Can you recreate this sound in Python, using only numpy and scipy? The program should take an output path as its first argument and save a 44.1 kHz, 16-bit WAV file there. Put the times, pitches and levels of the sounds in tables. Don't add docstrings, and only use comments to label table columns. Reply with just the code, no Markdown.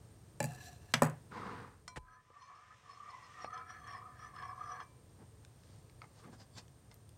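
import sys
import numpy as np
from scipy import signal
from scipy.fft import rfft, irfft, next_fast_len
from scipy.io import wavfile
from scipy.ndimage import uniform_filter1d

SR = 44100
rng = np.random.default_rng(int(sys.argv[2]) if len(sys.argv) > 2 else 0)


def wav_out(sig):
    wavfile.write(sys.argv[1], SR, np.round(np.clip(np.atleast_2d(sig).T, -1, 1) * 32767).astype(np.int16))


def how_loud(loudness_db):
    steps = np.asarray(loudness_db, float) / 20
    return 10 ** steps


N = 316197

BOOM_HZ, BOOM_UP_HZ = 127, 153.5
LET_GO_S = 3.48
SWELL_DB = 12
# frequency in Hz, level in dB per Hz.
DULL = [(250, -14.5), (450, -1.5), (800, 6), (1200, 1), (2200, -10), (3500, -25.5)]
# frequency in Hz, level in dB per Hz.
BRIGHT = [(1500, -2), (2500, -7.5), (4500, -3), (6000, -6), (7500, -9), (11000, -29), (15000, -49.5)]


def unit(x):
    return x / np.sqrt(np.mean(x ** 2) + 1e-20)


def add(track, s, sound):
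    track[round(s * SR):][:len(sound)] += sound


def along(points, hz):
    f, v = np.transpose(points)
    return np.interp(np.log(hz + 1), np.log(f + 1), v)


def curves(rows, outside=None):
    s, *cols = np.transpose(rows)
    return [np.interp(np.arange(N) / SR, s, c, outside, outside) for c in cols]


def swells(rows, order=1):
    power, t = np.full(N, 1e-15), np.arange(N) / SR
    for s, rise, fall, db in rows:
        near = slice(max(int((s - 5 * rise) * SR), 0), int((s + 5 * fall) * SR))
        away = np.maximum((s - t[near]) / rise, (t[near] - s) / fall)
        power[near] += how_loud(2 * (db - SWELL_DB * away ** order))
    return 10 * np.log10(power)


def noise(spectrum):
    size = next_fast_len(N)
    hz = np.fft.rfftfreq(size, 1 / SR)
    inside = (hz > spectrum[0][0]) & (hz < spectrum[-1][0])
    coloured = rfft(rng.standard_normal(size)) * how_loud(along(spectrum, hz)) * inside
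    return unit(irfft(coloured, size)[:N])


def grit(rate, spread_db):
    bumps = rng.standard_normal(N // 20)
    return unit(how_loud(spread_db * np.interp(np.arange(N) * rate / SR, np.arange(len(bumps)), bumps)))


def resonate(x, hz, width_hz, onset=5):
    turn = np.exp(2j * np.pi * np.cumsum(np.broadcast_to(hz, N)) / SR)
    keep = np.exp(-np.pi * abs(width_hz) / SR)
    slow = signal.lfilter([1 - keep ** onset], np.poly([keep, keep ** onset]), x / turn)
    return np.real(slow * turn)


def ring(modes, cycles):
    out = np.zeros(SR)
    for hz, db, t60 in modes:
        t = np.arange(min(SR, int(1.5 * t60 * SR))) / SR
        build = 1 - np.exp(-t * hz / cycles)
        add(out, 0, how_loud(db - 60 * t / t60) * np.sin(2 * np.pi * hz * t) * build)
    return out


def crack(t60, low_hz, high_hz, hold=0):
    burst = rng.standard_normal(SR) * how_loud(-60 * np.maximum(np.arange(SR) / SR - hold, 0) / t60)
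    band = signal.butter(3, [low_hz, min(high_hz, .45 * SR)], "band", fs=SR, output="sos")
    return signal.sosfilt(band, burst) * np.sqrt(SR / 2 / (high_hz - low_hz))


def catch(hz, half_s):
    t = np.arange(SR // 10) / SR
    return (t / half_s) ** 2 * np.exp(1 - (t / half_s) ** 2) * np.sin(2 * np.pi * hz * t)


def knocks():
    # start in seconds, peak in dB, crack in dB over it.
    hits = [
        (0.4031, -24.5, -8.5),
        (0.9381, -16, -11),
        (1.0204, -15, -13.5),
        (3.4453, -32, -36),
    ]
    # top frequency in Hz, level in dB, t60 in seconds.
    clatter = [(2630, -16, 0.32), (4700, 7.5, 0.023), (1700, -6.5, 0.261), (2500, -4.5, 0.041)]
    # frequency in Hz, level in dB, t60 in seconds.
    board = [
        [(BOOM_HZ, -2, 0.49), (BOOM_UP_HZ, 0, 0.23), (220.5, -2.8, 0.14), (314, 0.9, 0.049), (580, 11.8, 0.032),
         (833, 3.77, 0.063), (1717, 2.5, 0.039), (2390, -2, 0.031), (2700, -6.5, 0.039), (4050, -11.5, 0.052),
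         (4730, -8.5, 0.0305), (7260, 2.3, 0.011), (7770, -1, 0.0196)],
        [(BOOM_HZ, -10.5, 0.33), (BOOM_UP_HZ, -7.5, 0.18), (231, -2.5, 0.08), (650, -8, 0.07), (875, -5, 0.055),
         (1110, -6, 0.025), (1310, 0.5, 0.03), (1650, -1.5, 0.049), (2345, 2.5, 0.029), (1900, -4, .03),
         (2880, -6, 0.053), (4020, -6, 0.021), (6040, -6.5, 0.048), (7750, -4.5, 0.03)],
        [(BOOM_HZ, -6.5, 0.33), (BOOM_UP_HZ, 0, 0.24), (241, 10, 0.056), (290, -6.5, 0.1), (455, 3, 0.0467),
         (530, 8.5, 0.034), (570, 7.1, 0.048), (742, 2.1, 0.044), (840, -0.5, 0.08), (972, 14.8, 0.017),
         (1093, 9, 0.012), (1800, -1.3, 0.043), (2380, -11, 0.042)],
        [(416, 0, 0.014), (700, 23.5, 0.0064), (2300, 6.5, 0.00594)],
    ]
    # start in seconds, level in dB.
    rebounds = [
        (0.429, -44),
        (0.441, -40),
    ]
    # start in seconds, peak in dB.
    chatter = [(0.4268, -31.5), (0.4405, -31), (0.4483, -36), (0.4555, -37), (0.488, -55), (0.507, -50),
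               (0.52, -47), (0.533, -49), (0.549, -49), (0.559, -51), (0.585, -56), (0.9524, -38.5),
               (1.0208, -23), (1.0317, -27), (1.043, -37), (1.05, -33), (1.064, -42), (1.0694, -43),
               (1.0968, -42)]
    # frequency in Hz, level in dB, t60 in seconds.
    cutlery = [(2530, 2, 0.023), (4220, -3.5, .03), (4780, 4, 0.015), (5900, 5.5, 0.01), (6800, 8.5, 0.015),
               (7810, 10.5, 0.016), (8700, 8.5, .012), (9470, 8, .012)]
    boom_lag_s = .004
    out = np.zeros(N + SR)
    for (s, db, crack_db), (top_hz, clatter_db, clatter_t60), modes in zip(hits, clatter, board):
        wood = [m for m in modes if m[0] > BOOM_UP_HZ]
        boom = [m for m in modes if m[0] <= BOOM_UP_HZ]
        add(out, s, how_loud(db - 8.5) * ring(wood, cycles=0.91))
        add(out, s + boom_lag_s, how_loud(db - 7.5) * ring(boom, cycles=0.91))
        add(out, s, how_loud(db + crack_db - 5.0) * crack(0.014, low_hz=3795, high_hz=11600, hold=0.0011))
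        rattle = crack(clatter_t60, low_hz=300, high_hz=top_hz, hold=0.0026)
        add(out, s, how_loud(db + clatter_db - 12.5) * rattle)
    add(out, hits[1][0], how_loud(-37.5) * crack(.17, low_hz=450, high_hz=2500, hold=.008))
    for s, db in rebounds:
        add(out, s, how_loud(db) * (ring(board[0][2:], cycles=1.0) + how_loud(5) * ring(board[0][1:3], cycles=.9)))
    for s, db in chatter:
        steel = [(hz, level + rng.normal(0, 0.67), t60) for hz, level, t60 in cutlery]
        tick = how_loud(db - 5.0) * crack(0.0035, low_hz=5500, high_hz=14700)
        add(out, s + 0.00097, how_loud(db - 17.5) * ring(steel, cycles=1.8) + tick)
    return out[:N]


def slides():
    # time in seconds, body in dB, grit in dB over the body.
    nudge_levels = [(0.465, -50.5, -17), (0.493, -63, -7), (0.537, -53.5, -13.5), (0.547, -64.5, -2),
                    (0.569, -58, -13), (0.63, -62.5, 0), (0.642, -65, 4.5), (0.685, -61, 0),
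                    (0.695, -62.5, -4.5), (0.73, -65, -4), (0.75, -72.5, 1), (0.8, -76, -5.5),
                    (0.82, -68, -6.5), (0.88, -72, -5.5), (0.925, -66.5, -1.5)]
    # frequency in Hz, width in Hz, level in dB.
    foot = [(719, 22, 4.5), (1704, 42, 3.5), (2710, 130, -2), (4096, 200, -8.5), (5850, 200, -7.5),
            (7480, 400, -10), (12400, 500, -17.5)]
    # frequency in Hz, level in dB per Hz.
    fizz = [(6500, -2), (15500, -11.5)]
    # time in seconds, body in dB, grit in dB over the body.
    slide_levels = [
        (1.29, -100, 6),
        (1.316, -56.5, -9),
        (1.372, -49.5, -11),
        (1.604, -54, -17),
        (1.82, -78, -12),
    ]
    # frequency in Hz, level in dB per Hz.
    rasp = [(71, -43), (120, 0), (210, -1.5), (355, -7), (457, 0.5), (632, -15), (692, -9), (993, -2.5),
            (1800, -9), (2940, -23.5), (4870, -26.5), (7650, -46), (9000, -56), (11700, -62), (19800, -120)]
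    # time in seconds, peak in dB, pitch in Hz.
    snag_rows = [(1.319, -51, 1880), (1.32, -38.5, 1318), (1.329, -39, 1185), (1.348, -42, 980),
                 (1.357, -38, 1040), (1.378, -45, 824), (1.378, -32, 1020), (1.419, -34, 1280),
                 (1.433, -32, 1160), (1.476, -33, 1065), (1.495, -33.5, 1237), (1.524, -37.5, 1010),
                 (1.632, -44, 1118), (1.647, -38, 1160), (1.688, -48, 1170)]
    rub = grit(rate=170, spread_db=5.0) * rng.standard_normal(N)
    body_db, grit_db = curves(nudge_levels, -150)
    sung = np.zeros(N)
    for hz, width, db in foot:
        follow_db = grit_db + 9.5 if hz > 3500 else 0
        sung += how_loud(db + follow_db) * unit(resonate(rub, hz, width))
    nudge = how_loud(body_db - 4.5) * (sung + how_loud(-2.5) * noise(DULL))
    nudge += how_loud(body_db + grit_db - 2.0) * (noise(BRIGHT) + how_loud(-3.5) * noise(fizz))

    body_db, grit_db = curves(slide_levels, -150)
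    slide = how_loud(body_db + 3.5) * noise(rasp) + how_loud(body_db + grit_db - 7.5) * noise(BRIGHT)
    snags = np.zeros(N)
    for s, db, hz in snag_rows:
        snag = catch(hz, half_s=0.0034) + how_loud(-8.5) * catch(0.93 * hz, half_s=0.00246)
        add(snags, s - .002, how_loud(db - 6.5) * snag)
    return snags + nudge + grit(rate=160, spread_db=1.5) * slide


def spoon_controls():
    # peak in seconds, rise in seconds, fall in seconds,
    # pressure in dB, steepness in dB (upper resonance over the lower).
    strokes = [(2.13, 0.089, 0.108, -63.5, -5), (2.38, 0.074, 0.11, -58.5, -12),
               (2.55, 0.1, 0.089, -53, -17), (2.71, 0.109, 0.046, -60, -5.5), (2.9, 0.063, 0.13, -55, -15),
               (3.01, 0.177, 0.066, -63, -32), (3.109, 0.072, 0.084, -50.5, -11.5),
               (3.25, 0.15, 0.065, -57, -8), (3.44, 0.14, 0.051, -52, -8), (3.569, 0.07, 0.064, -45.5, -11),
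               (3.72, 0.068, 0.097, -53, -3), (3.86, 0.033, 0.13, -54.5, -2.5),
               (3.95, 0.11, 0.063, -50, -8.5), (4.07, 0.15, 0.079, -54, -17.5),
               (4.24, 0.1, 0.11, -54, -5.5), (4.371, 0.0273, 0.13, -56.5, 1), (4.47, .12, 0.112, -49, -17),
               (4.62, 0.044, 0.091, -48.5, -12), (4.73, 0.0534, 0.14, -47.5, -9.5),
               (4.815, 0.016, 0.016, -45, -5.5)]
    # middle in seconds, length in seconds,
    # level in dB, first pitch in Hz, last pitch in Hz.
    squeaks = [(2.136, 0.077, -76, 5970, 5950), (2.449, 0.089, -67.5, 5780, 6400),
               (2.564, 0.027, -68, 5250, 5250), (2.93, 0.085, -68, 5250, 5230),
               (3.11, 0.019, -58, 5200, 5260), (3.253, 0.044, -65.5, 5180, 5100),
               (3.446, 0.058, -57.5, 5570, 5670), (3.543, 0.0225, -63, 6090, 6120),
               (3.586, 0.022, -76, 6000, 5900), (3.716, 0.07, -62.5, 5650, 5830),
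               (3.789, 0.176, -71, 6160, 6100), (3.906, 0.067, -65, 5550, 5500),
               (3.944, 0.093, -61.5, 5330, 5120), (4.24, 0.085, -62, 5580, 6040),
               (4.394, 0.082, -66.5, 5200, 5250), (4.45, .05, -67, 5500, 5650),
               (4.49, 0.049, -67, 5250, 5200), (4.622, 0.16, -75, 6060, 5850),
               (4.705, 0.12, -60.5, 5680, 5900), (4.831, 0.03, -61.5, 6158, 6060)]
    lift_s, lift_db_per_s = 4.83, 504
    edge_held_db, edge_free_db = -13.5, -10.5
    handle_held_db, handle_free_db = -68, -62.5
    handle_swing = 0.98
    t = np.arange(N) / SR
    lift_db = lift_db_per_s * np.maximum(t - lift_s, 0)
    press_db = swells([row[:4] for row in strokes], order=1.5) - lift_db
    steep = [(s, rise, fall, db + steep_db) for s, rise, fall, db, steep_db in strokes]
    second_db = swells(steep, order=2) - lift_db
    tip_db = swells([(s, 0.7 * length, 0.55 * length, db - 2.0) for s, length, db, _, _ in squeaks], order=2)
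    glides = []
    for s, length, _, first_hz, last_hz in squeaks:
        glides += [(s - length / 2, first_hz), (s + length / 2, last_hz)]
    tip_hz, = curves(glides)
    free = t > LET_GO_S
    edge_db = second_db + np.where(free, edge_free_db, edge_held_db)
    handle_db = np.where(free, handle_free_db, handle_held_db) + handle_swing * (press_db + 52.5)
    return press_db, second_db, tip_db, tip_hz, edge_db, np.minimum(handle_db, press_db)


def stirring():
    # time in seconds, spoon resonance in Hz,
    # second resonance in Hz.
    path = [(2.1, 1272, 1620), (2.28, 1210, 1855), (2.45, 1120, 1814), (2.53, 1142, 1690),
            (2.75, 1274, 1760), (2.92, 1110, 1770), (3.06, 1234, 1874), (3.14, 1050, 2000),
            (3.38, 1233, 1810), (3.47, 1233, 1922), (3.58, 1280, 1670), (3.72, 1340, 1730),
            (3.87, 1170, 1724), (3.97, 1114, 1820), (4.04, 1174, 1810), (4.15, 1236, 1730),
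            (4.3, 1196, 1770), (4.46, 1098, 1687), (4.63, 1225, 1660), (4.82, 1110, 1660)]
    # time in seconds, peak in dB, pitch in Hz, half length in seconds.
    skips = [(2.362, -47, 1174, 0.0074), (2.418, -49, 1070, 0.0073), (2.499, -45.5, 1190, 0.006),
             (2.889, -52, 1170, 0.012), (2.9728, -44, 1145, 0.0057), (3.002, -40, 1178, 0.0079),
             (3.029, -40.5, 1154, 0.0077), (3.059, -43.5, 1200, 0.0056), (3.095, -43.5, 1194, 0.0049),
             (3.112, -47, 1075, 0.0059), (3.395, -49, 1270, 0.0074), (3.421, -44, 1197, 0.0067),
             (3.442, -36, 1183, 0.0082), (3.4735, -36, 1200, 0.0112), (3.502, -44, 1270, 0.0066),
             (3.528, -35.5, 1242, 0.0073), (3.541, -39, 1320, 0.0053), (3.56, -37, 1310, 0.0064),
             (3.57, -44, 1330, 0.0052), (3.706, -36, 1220, 0.0026), (3.8155, -45, 1168, 0.0082),
             (3.84, -46, 1157, 0.0083), (3.866, -44, 1226, 0.007), (3.9052, -48, 1152, 0.0065),
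             (3.906, -43, 1152, 0.0106), (3.9341, -37, 1157, 0.0071), (3.9475, -35, 1102, 0.011),
             (3.9856, -36, 1115, 0.0059), (4.0208, -41.5, 1206, 0.0085), (4.0568, -40.5, 1247, 0.0083),
             (4.226, -45, 1275, 0.0058), (4.245, -37.5, 1214, 0.0067), (4.337, -44, 1105, 0.0079),
             (4.355, -43, 1209, 0.0057), (4.365, -40.5, 1250, 0.0053), (4.386, -45, 1080, 0.0079),
             (4.412, -42.5, 1170, 0.011), (4.425, -34.5, 1143, 0.011), (4.451, -36, 1138, 0.0074),
             (4.479, -36, 1108, 0.0137), (4.509, -37.5, 1150, 0.0065), (4.53, -38, 1100, 0.0053),
             (4.578, -38.5, 1083, 0.0068), (4.6094, -32.5, 1227, 0.011), (4.634, -37.5, 1207, 0.0098),
             (4.6727, -45, 1301, 0.0094), (4.688, -44, 1256, 0.016), (4.7188, -37, 1137, 0.0067),
             (4.793, -46, 1750, 0.0034), (4.805, -32, 1200, 0.0013)]
    # frequency in Hz, level in dB, t60 in seconds.
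    bowl_modes = [(2290, -6.5, 0.24), (4520, -10, 0.032), (5100, -4.5, 0.025)]
    lowest_mode = (1016, 2, .7)
    fleck_s, fleck_db = 0.0076, -2.5
    catch_squeak_db = 34
    hz, second_hz = curves(path)
    press_db, second_db, tip_db, tip_hz, edge_db, handle_db = spoon_controls()
    scrape = grit(rate=130, spread_db=2) * rng.standard_normal(N)

    def sing(db, hz, width_hz, onset=5):
        return how_loud(db) * unit(resonate(scrape, hz, width_hz, onset))

    spoon = sing(press_db - 0.5, hz, width_hz=69.4) + sing(second_db, second_hz, width_hz=90)

    tip = sing(tip_db - 3, tip_hz, width_hz=50) * grit(rate=45, spread_db=2.5)
    tip += sing(tip_db - 9, 5150, width_hz=150)
    held = np.arange(N) < LET_GO_S * SR
    tip += sing(np.where(held, tip_db - 5.5, edge_db - 9.5), 4290, width_hz=45)
    tip += sing(tip_db - 16.5, 8950, width_hz=85) + sing(tip_db - 25, 9950, width_hz=120)

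    edge = sing(edge_db - 8.0, 3270, width_hz=67) + sing(edge_db - 10, 2950, width_hz=110)
    edge += sing(edge_db - 19.5, 3570, width_hz=47)
    edge += sing(second_db - 18, 1.18 * second_hz, width_hz=41)
    edge += sing(.5 * (press_db + second_db) - 13, 1752, width_hz=700, onset=1.5)

    handle = sing(handle_db - .8, 730.4, width_hz=24) + sing(handle_db - 13.0, 477, width_hz=19.3)

    catches, squeak = np.zeros(N), np.zeros(N)
    for (s, db, catch_hz, half_s), chance in zip(skips, rng.uniform(-0.5, 1, (len(skips), 2))):
        i = round(s * SR)
        flecks = catch(3270 + 90 * chance[0], fleck_s)
        flecks += how_loud(-0.5) * catch(2950 + 500 * chance[1], fleck_s)
        slip = how_loud(db - 4.5) * catch(catch_hz, half_s)
        add(catches, s - .003, slip + how_loud(edge_db[i] + fleck_db) * flecks)
        add(squeak, s + 0.00067, how_loud([db + tip_db[i] + catch_squeak_db]))
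    catches += how_loud(11.0) * resonate(squeak, tip_hz, width_hz=94)
    catches += how_loud(-3) * resonate(squeak, 4140, width_hz=47)

    bowl_ring = ring([lowest_mode] + bowl_modes, cycles=0.1)
    bowl = signal.fftconvolve(how_loud(press_db) * scrape, bowl_ring)[:N] * how_loud(-45.0)
    return spoon + tip + edge + handle + catches + bowl


def clinks():
    # start in seconds, peak in dB, ring in dB over it.
    hits = [(1.8787, -34, -10), (2.423, -60, 1), (3.576, -51, -2.5), (3.505, -54, -16), (3.706, -51, -16),
            (4.06, -57, -20.5), (4.191, -54, -16), (4.248, -53, -20), (4.64, -51, -17.5), (3.874, -45, -14),
            (3.541, -56, -6), (3.925, -49, -8), (4.362, -50, -9), (4.424, -51, -5), (4.576, -57, -14),
            (4.588, -58, -20), (4.802, -51, -3.5)]
    # frequency in Hz, level in dB, t60 in seconds.
    rim = [(170, 0.5, 0.058), (698, -5, 0.13), (1010, -7, 1.75), (1200, 18.5, 0.012), (1465, 2.5, 0.073),
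           (2010, 9, 0.02), (2326, -10.5, 0.33), (3214, -8.5, .08), (4082, -16.5, 0.34), (4340, 3, 0.03),
           (5230, 5, 0.039), (5754, -2.5, 0.13), (6980, -6, 0.07), (7320, -2, .05), (8500, -2, 0.07)]
    # frequency in Hz, level in dB, t60 in seconds.
    drowned = [(1020, 12.5, 0.16), (1680, 6, 0.025), (2335, -7, 0.56), (3110, 2.5, 0.033),
               (3410, 4, 0.0245), (4260, -1, 0.055), (5200, 3, 0.044), (6100, -5, 0.085)]
    # start in seconds, peak in dB, pitch in Hz, t60 in seconds,
    # snap in dB over the peak.
    taps = [(2.303, -48.5, 500, 0.0146, -23), (5.449, -57, 1560, 0.0128, 8), (5.635, -58, 1700, 0.011, 1.5),
            (5.897, -55, 2300, 0.01, -3), (6.018, -41, 1290, 0.023, -11.5), (6.042, -50, 1230, 0.0286, -22),
            (6.243, -60, 1220, 0.045, -18), (6.681, -65.5, 1840, 0.0105, 8), (6.914, -57, 2080, 0.037, 3),
            (6.942, -55.5, 11950, 0.024, 0.5), (7.092, -63.5, 5030, 0.01, 8.5)]
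    snap_hz, snap_db_per_octave, snap_over_pitch = 6250, 28, 2.2
    out = np.zeros(N + SR)
    for (s, db, ring_db), modes in zip(hits, [rim] + [drowned] * len(hits)):
        strike = how_loud(db - 12.0) * crack(0.018, low_hz=887, high_hz=8350)
        add(out, s, how_loud(db + ring_db - 7.0) * ring(modes, cycles=0.95) + strike)
    for s, db, hz, t60, snap_db in taps:
        top_hz = max(snap_hz * 2 ** (snap_db / snap_db_per_octave), snap_over_pitch * hz)
        top_hz = min(top_hz, SR / 3)
        dish = [(hz, 0, t60), (1.71 * hz, -3, 0.72 * t60), (min(3.4 * hz, SR / 3), -14, 0.86 * t60)]
        snap = how_loud(db + snap_db) * crack(0.0096, low_hz=0.21 * top_hz, high_hz=top_hz)
        add(out, s, how_loud(db) * ring(dish, cycles=0.28) + snap)
    return out[:N]


def dishes():
    # peak in seconds, rise in seconds, fall in seconds, level in dB.
    rubs = [
        (6.246, 0.033, .04, -64),
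        (6.34, 0.02, 0.022, -74),
        (6.412, .02, 0.024, -66),
        (6.561, 0.026, .03, -67.5),
        (6.583, 0.0069, 0.0126, -56),
    ]
    # frequency in Hz, width in Hz, level in dB.
    resonances = [
        [(1170, 79, 4.5), (450, 66, -2)],
        [(5300, 130, 0), (7300, 360, -5), (1560, 110, 9.5)],
        [(4876, 250, 3.5), (837, 60, -3.5)],
        [(3530, 120, -2), (4560, 310, 1.5), (7400, 120, -3)],
        [(856, 70, -6), (2500, 110, -2.5), (3550, 79, -4), (4514, 170, 4), (5250, 85, -7), (5850, 110, -18),
         (7400, 110, -7.5)],
    ]
    out, t = np.zeros(N), np.arange(-SR // 8, SR // 8) / SR
    for (s, rise, fall, db), peaks in zip(rubs, resonances):
        bumps = uniform_filter1d(rng.standard_normal(len(t)), size=100) * 10
        rub = rng.standard_normal(len(t)) * how_loud(2.46 * bumps)
        sung = np.zeros(len(t))
        for hz, width, level in peaks:
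            sung += how_loud(level) * unit(signal.lfilter(*signal.iirpeak(hz, hz / width, SR), rub))
        add(out, s + t[0], sung * how_loud(db - SWELL_DB * np.maximum(-t / rise, t / fall)))
    return out


def hands():
    # peak in seconds, rise in seconds, dull part in dB,
    # bright part in dB over it, weight on the counter in dB over it.
    brush = [
        (5.214, 0.039, -66, -28, 9.5),
        (5.72, 0.14, -79, 6, -8),
        (6.036, 0.026, -60, -12, -28.5),
        (6.19, 0.052, -69.5, 0.5, -17),
        (6.255, 0.021, -62, -12, -1),
        (6.284, 0.025, -63, -13, 10.5),
        (6.341, 0.02, -61, -6, 7.5),
        (6.414, 0.0298, -64.5, -1.5, 0),
        (6.584, 0.025, -58.5, 3.5, 0),
        (6.92, 0.01, -63, -5, -10),
    ]
    # frequency in Hz, level in dB per Hz.
    weight = [(90, -22), (180, 10.5), (350, -0.5), (600, -9.5)]
    # time in seconds, level in dB.
    shuffle = [
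        (2.2, -83.5),
        (2.4, -76.5),
        (3.3, -68.5),
        (3.45, -67),
    ]
    # frequency in Hz, level in dB per Hz.
    wet = [(400, -10), (1000, -7.5), (2000, -7.5), (3200, -11), (4600, -19), (5500, -13), (8000, -21),
           (10000, -32)]

    def part(over_db):
        rows = [(s, rise, 0.94 * rise, db + more) for (s, rise, db, *_), more in zip(brush, over_db)]
        return how_loud(swells(rows, order=2))

    *_, bright_db, weight_db = np.transpose(brush)
    strokes = part(0 * bright_db) * noise(DULL) + part(bright_db) * noise(BRIGHT)
    strokes += part(weight_db) * noise(weight)
    creep = how_loud(curves(shuffle, -150)[0] + 4.0) * noise(wet)
    return (strokes + creep) * grit(rate=180, spread_db=1.0)


def scuff():
    # start in seconds, length in seconds, rasp in dB, thump in dB.
    scuffs = [
        (1.96, 0.0175, -47, -46),
    ]
    # frequency in Hz, level in dB, t60 in seconds.
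    thump = [(35, 0.5, 0.41), (62.5, 7, 0.15), (134.5, 11, 0.047), (305.4, 0.5, 0.041), (490, 5, 0.04),
             (857, 3, .06)]
    out = np.zeros(N + SR)
    for s, length, rasp_db, thump_db in scuffs:
        add(out, s, how_loud(rasp_db) * crack(0.025, low_hz=202, high_hz=2350, hold=length))
        add(out, s, how_loud(rasp_db - 10.5) * crack(0.032, low_hz=2900, high_hz=9240, hold=length))
        add(out, s + 0.613 * length, how_loud(thump_db) * ring(thump, cycles=0.25))
    return out[:N]


def kitchen(x):
    # frequency in Hz, t60 in seconds.
    decay = [(1000, 0.26), (4000, 0.12), (12000, 0.21)]
    hz, t, z = signal.stft(rng.standard_normal(SR // 2), SR, nperseg=256)
    tail = signal.istft(z * how_loud(-60 * t / along(decay, hz)[:, None]), SR, nperseg=256)[1]
    return signal.fftconvolve(np.pad(x, (150, 0)), tail / np.linalg.norm(tail))[:N]


def background():
    # time in seconds, gain in dB.
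    gain = [(0, 2), (1.6, 2), (2.14, -8.5), (2.43, -11.5), (3.24, -4), (3.81, 0), (5.89, 1.5), (6.3, 1),
            (7.17, 0)]
    # frequency in Hz, level in dB per Hz.
    hum = [(15, -66.5), (25, -18.5), (108, 0), (174, -11), (200, -14.5), (271, -18), (374, -18.5),
           (406, -26.5), (442, -14), (474, -34), (700, -48.5), (910, -68.5), (1540, -120)]
    # frequency in Hz, level in dB per Hz.
    hiss = [(290, -15), (500, -4.5), (750, -10), (1280, -13), (1400, -18), (1640, -15), (2260, -21),
            (7980, -22), (8700, -26), (16000, -30.5)]
    whine_hz, whine_width_hz, whine_over_hiss_db = 8700, 340, 1.4
    hum_eases_s, hum_eases_db = 2, 2
    gain_db, = curves(gain)
    hum_db = -63.5 + 1.16 * gain_db
    hum_db += hum_eases_db * (np.arange(N) / SR < hum_eases_s)
    hiss_db = -82.5 + gain_db
    whine = unit(resonate(rng.standard_normal(N), whine_hz, whine_width_hz, onset=0.84))
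    steady = how_loud(hum_db + 3.0) * noise(hum) + how_loud(hiss_db + 12.0) * noise(hiss)
    return steady + how_loud(hiss_db + 2.5 + whine_over_hiss_db) * whine


def scene():
    near = knocks() + slides() + clinks() + hands() + dishes()
    spoon = stirring()
    room = how_loud(-12.5) * kitchen(near + how_loud(0.5) * spoon)
    return (near + spoon + room + scuff() + background())[None]


def roll_off(x):
    return signal.sosfilt(signal.butter(12, 16690, fs=SR, output="sos"), x)


def record(dry):
    top = .25
    low_cut = signal.butter(2, 45, "high", fs=SR, output="sos")
    high_cut = signal.ellip(8, .5, 60, 15850, fs=SR, output="sos")
    squashed = dry / (1 + np.abs(dry / top) ** 4) ** (1 / 4)
    mix = signal.sosfilt(np.vstack([low_cut, high_cut]), squashed)
    return roll_off(mix)


dry = scene()
out = record(dry)
wav_out(out)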